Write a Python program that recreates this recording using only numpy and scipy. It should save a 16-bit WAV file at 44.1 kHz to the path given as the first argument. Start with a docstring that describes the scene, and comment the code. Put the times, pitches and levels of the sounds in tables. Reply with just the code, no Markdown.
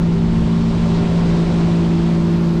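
"""An outboard motor drones at a near-steady speed, heard on board by a listener slowly turning to the bow.
Phase-locked harmonics of the engine cycle make the firing note and buzz; gated noise makes the rasp.
The wake rushes and fizzes along the hull, swelling midway: flickering noise, ringing bubbles, fine spray.
A hollow wash comes up midway, over a lumpy low rumble of wind made of noise with short buffets."""
import sys
import numpy as np
from scipy import signal
from scipy.fft import rfft, irfft, next_fast_len
from scipy.io import wavfile

SR = 44100
rng = np.random.default_rng(int(sys.argv[2]) if len(sys.argv) > 2 else 0)


def digitize_waveform(pressure):
    """Quantize a signal to 16-bit integers and store it at the path in sys.argv[1].

    Rows of a 2-D input are taken as channels; values are limited to [-1, 1].
    """
    field = np.atleast_2d(pressure).T
    bounded = np.clip(field, -1, 1)
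    quanta = np.round(bounded * 32767).astype(np.int16)
    wavfile.write(sys.argv[1], SR, quanta)


N = 114660


def from_db(db):
    """Decibels to amplitude gain."""
    return 10 ** (np.asarray(db) / 20)


def rms_one(x):
    """Scale to unit rms."""
    return x / np.sqrt(np.mean(x ** 2) + 1e-20)


def in_time(rows):
    """Interpolate (seconds, value) rows to every sample."""
    seconds, values = np.transpose(rows)
    return np.interp(np.arange(N) / SR, seconds, values)


def drift(corner_hz):
    """Random wandering, rms 1: white noise through two equal low-pass poles."""
    step = 40  # samples per control point
    pole = np.exp(-2 * np.pi * corner_hz * step / SR)
    noise = rng.standard_normal(N // step + 2002)
    slow = signal.lfilter([1], [1, -2 * pole, pole * pole], noise)[2000:]  # drop the settling
    slow = rms_one(slow - slow.mean())
    return np.interp(np.arange(N) / step, np.arange(len(slow)), slow)


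def banded_noise(spectrum, patchy_db, flicker_hz):
    """Noise of a smooth spectrum whose overlapping half-octave bands flicker independently; rms 1."""
    hz, db = np.transpose(spectrum)
    size = next_fast_len(N)
    octave = np.log2(np.maximum(np.arange(size // 2 + 1) * SR / size, 1))
    inside = np.clip(octave, np.log2(hz[0]), np.log2(hz[-1]))
    outside_db = 30 * np.abs(octave - inside)  # 30 dB per octave beyond the table
    shape = from_db(np.interp(octave, np.log2(hz), db) - outside_db)
    coloured = rfft(rng.standard_normal(size)) * shape
    out = 0
    for centre in np.arange(4, 14.6, .5):  # log2 of Hz
        if hz[0] / 2 < 2 ** centre < hz[-1] * 2:
            share = np.maximum(1 - 2 * np.abs(octave - centre), 0)
            band = irfft(coloured * share, size)[:N]
            out = out + band * from_db(patchy_db * drift(flicker_hz))
    return rms_one(out)


# Wind rumble spectrum. 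Each row: frequency in Hz, relative density in dB per Hz.
WIND_SPECTRUM = [(15, 0.5), (25, -2.5), (40, -2), (62, -3), (95, -2), (140, -6), (220, -10.5), (500, -30),
                 (1500, -66)]
# Wind level before buffets. Each row: time in seconds, level in dB.
WIND_LEVEL_DB = [(0, -22), (.42, -23.5), (.8, -24.5), (1.35, -25.5), (1.8, -23.5), (2.2, -27.5), (2.6, -28)]
# Buffets of wind. Each row: centre in seconds, extra level in dB.
WIND_BUFFETS = [(.28, 2.5), (.44, 7), (1.33, 3), (1.599, 1), (2.21, 5.5)]
BUFFET_SIGMA_S = 0.032


def wind():
    """Low noise of the boat's own headwind, lifted by Gaussian buffets."""
    t = np.arange(N) / SR
    buffets_db = sum(db * np.exp(-.5 * ((t - s) / BUFFET_SIGMA_S) ** 2) for s, db in WIND_BUFFETS)
    rumble = banded_noise(WIND_SPECTRUM, patchy_db=0.5, flicker_hz=6)
    return from_db(in_time(WIND_LEVEL_DB) + buffets_db) * rumble


# Hollow band of hull noise. 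Each row: frequency in Hz, relative density in dB per Hz.
HOLLOW_SPECTRUM = [(480, -11), (550, -6), (585, -1.5), (640, -8), (720, -14.5)]
# Hollow band level. Each row: time in seconds, level in dB.
HOLLOW_LEVEL_DB = [(0, -49.5), (.7, -44.5), (1.05, -36), (1.45, -38), (1.8, -38.5), (2.6, -41)]


def hull():
    """Hollow wash: a narrow hump of noise that comes up midway."""
    return from_db(in_time(HOLLOW_LEVEL_DB)) * banded_noise(HOLLOW_SPECTRUM, patchy_db=1.0, flicker_hz=10)


BUBBLES_PER_S, BUBBLE_SPREAD_DB = 3600, 5
BUBBLE_CYCLES = 5  # cycles to decay 60 dB


def bubbles():
    """Dense tiny bubbles: random clicks strike 18 damped resonators; rms 1."""
    pitches_hz = np.geomspace(900, 5000, num=18)
    sizes = from_db(BUBBLE_SPREAD_DB * np.minimum(rng.exponential(1, N), 5))
    sizes = sizes * rng.choice([-1, 1], N)
    clicks = sizes * (rng.random(N) < BUBBLES_PER_S / SR)
    dealt = rng.integers(0, len(pitches_hz), N)
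    out = 0
    for k, hz in enumerate(pitches_hz):
        r = np.exp(-np.log(1000) * hz / (BUBBLE_CYCLES * SR))
        w = 2 * np.pi * hz / SR
        struck = clicks * (dealt == k) + 1e-18
        out = out + signal.lfilter([0, np.sin(w)], [1, -2 * r * np.cos(w), r * r], struck)
    return rms_one(signal.sosfilt(signal.butter(2, 7000, fs=SR, output="sos"), out))


# Finest spray. Each row: frequency in Hz, relative density in dB per Hz.
SPRAY_SPECTRUM = [(8000, -11.5), (10000, -0.5), (12500, 0.5), (14500, -3), (16000, -10)]
# Spray level. Each row: time in seconds, level in dB.
SPRAY_LEVEL_DB = [(0, -91.5), (1.6, -84.5), (2.05, -76.5), (2.35, -66.5), (2.6, -66)]


def spray():
    """Trace of fine spray: faint high noise that grows late."""
    return from_db(in_time(SPRAY_LEVEL_DB)) * banded_noise(SPRAY_SPECTRUM, patchy_db=1.0, flicker_hz=25)


# Rush of the wake. Each row: frequency in Hz, relative density in dB per Hz.
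WAKE_SPECTRUM = [(400, 2.5), (1000, 1.5), (1700, -2), (2600, -1.5), (4000, -2.5), (5000, -6), (6300, -11.5),
                 (8000, -15), (9500, -24), (11000, -34.5), (12300, -36), (15000, -52)]
# Level of the rush, before brightening. Each row: time in seconds, level in dB.
WAKE_LEVEL_DB = [(0, -41), (.35, -39.5), (.7, -38), (1.05, -37.5), (1.8, -37.5), (2.2, -39), (2.6, -40)]
BUBBLES_RE_RUSH_DB = -8
BRIGHTENING_DB_PER_DB = 0.45  # treble gain per dB of swell


def wake():
    """Rushing water plus bubbles, its treble rising faster than its level as it swells."""
    level_db = in_time(WAKE_LEVEL_DB)
    rush = banded_noise(WAKE_SPECTRUM, patchy_db=0.72, flicker_hz=9.3)
    water = rush + from_db(BUBBLES_RE_RUSH_DB) * bubbles()
    treble = signal.sosfilt(signal.butter(1, 3000, "high", fs=SR, output="sos"), water)
    treble_gain = from_db(BRIGHTENING_DB_PER_DB * (level_db - level_db.mean()))
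    return from_db(level_db) * (water + treble * (treble_gain - 1))


# Mechanical rasp and hull rattle. Each row: frequency in Hz, relative density in dB per Hz.
RASP_SPECTRUM = [(130, -5.5), (200, -0.5), (280, -4.5), (390, -4.5), (480, -14.5), (600, -12.5),
                 (780, -18.5), (1000, -15.5), (1400, -25), (2000, -27.5), (4000, -39), (9000, -55)]
RASP_DB = -27.5  # before the swell
FIRING_DEPTH, LOPE_DEPTH = 0.12, 0.09


def rasp(angle, swell_db):
    """Engine and hull noise that pulses with each of three firings and lopes once a cycle."""
    gate = 1 + FIRING_DEPTH * np.cos(3 * angle) + LOPE_DEPTH * np.cos(angle)
    noise = banded_noise(RASP_SPECTRUM, patchy_db=1.2, flicker_hz=16)
    return from_db(RASP_DB + swell_db) * rms_one(gate * noise)


# Harmonics 2, 3 (firing), 4 and 6, changing as the listener turns, before flutter.
# Each row: time in seconds, rms level in dB.
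SECOND_DB = [(0, -33.5), (.8, -27), (1.3, -31.5), (1.95, -36), (2.15, -45), (2.6, -45)]
FIRING_DB = [(0, -16), (.45, -18), (1.2, -15.5), (1.48, -17.3), (1.75, -15), (2.0, -16.5), (2.6, -16)]
FOURTH_DB = [(0, -25.5), (.4, -21), (.75, -21), (1.3, -26), (1.95, -25), (2.6, -25)]
SIXTH_DB = [(0, -32.5), (.5, -37), (.95, -41.5), (1.35, -29.5), (2.0, -26.5), (2.6, -26.5)]
# Weak low harmonics. Each row: multiple of the cycle rate, rms level in dB before flutter.
WEAK_ORDERS = [(1, -35), (5, -36)]
# Upper harmonics. Each row: multiple of the cycle rate, rms level in dB before swell and flutter.
BUZZ = [(7, -33), (8, -45), (9, -46), (11, -50.5), (13, -46.5), (14, -56), (15, -53), (16, -47), (17, -50),
        (19, -49.5), (24, -54.5), (25, -55), (26, -59.5)]
STRONG_FLUTTER_DB, FLUTTER_DB, FLUTTER_CORNER_HZ = 0.8, 0.5, 10.8


def harmonic(angle, k, db, flutter_db, phase=0):
    """Cosine locked to the k-th multiple of the cycle, its level fluttering."""
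    level_db = db + flutter_db * drift(FLUTTER_CORNER_HZ)
    return np.sqrt(2) * from_db(level_db) * np.cos(k * angle + phase)


def exhaust(angle, swell_db):
    """Cycle harmonics: strong ones in phase, weak low ones opposed, buzz at random phases."""
    strong = 0
    for k, rows in ((3, FIRING_DB), (4, FOURTH_DB), (6, SIXTH_DB)):
        strong = strong + harmonic(angle, k, in_time(rows), STRONG_FLUTTER_DB)
    weak = harmonic(angle, 2, in_time(SECOND_DB), FLUTTER_DB)
    for k, db in WEAK_ORDERS:
        weak = weak + harmonic(angle, round(k), db, FLUTTER_DB)
    buzz = 0
    for k, db in BUZZ:
        phase = rng.uniform(0, 2 * np.pi)
        buzz = buzz + harmonic(angle, round(k), db + swell_db, FLUTTER_DB, phase)
    return strong - weak + buzz


# Engine speed before wobble. Each row: time in seconds, rate in cycles per second.
CYCLE_RATE_HZ = [(0, 56.22), (.45, 56.3), (1.05, 56.24), (1.25, 56.42), (1.5, 56.12), (1.9, 56.27),
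                 (2.35, 56.06), (2.6, 56.22)]
WOBBLE_RMS_HZ, WOBBLE_CORNER_HZ = .12, 9
# Swell shared by rasp and buzz. Each row: time in seconds, gain in dB.
SWELL_DB = [(0, -0.5), (.5, -1), (1.0, 2), (1.45, 2.5), (1.8, 1.5), (2.2, 0), (2.6, -0.5)]


def motor():
    """Exhaust and rasp locked to one engine angle, the integral of a slightly wobbling speed."""
    cycles_per_s = in_time(CYCLE_RATE_HZ) + WOBBLE_RMS_HZ * drift(WOBBLE_CORNER_HZ)
    angle = 2 * np.pi * np.cumsum(cycles_per_s) / SR
    swell_db = in_time(SWELL_DB)
    return exhaust(angle, swell_db) + rasp(angle, swell_db)


def scene():
    """Wind, hull, wake, spray and motor in one channel."""
    return (wind() + hull() + wake() + spray() + motor())[None]


BASS_SPLIT_HZ, BASS_CEILING, BASS_KNEE = 820, 0.47, 5.2  # ceiling in full scale; higher knee is harder
CUTOFF_HZ = 16600


def record(dry):
    """Fast limiter on the bass envelope, then a steep cut of the top."""
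    bass = signal.sosfiltfilt(signal.butter(2, BASS_SPLIT_HZ, fs=SR, output="sos"), dry)
    envelope = np.abs(signal.hilbert(bass))
    gain = (1 + (envelope / BASS_CEILING) ** BASS_KNEE) ** (-1 / BASS_KNEE)
    limited = dry + bass * (gain - 1)
    return signal.sosfilt(signal.cheby2(12, 70, CUTOFF_HZ, fs=SR, output="sos"), limited)


dry = scene()
out = record(dry)
digitize_waveform(out)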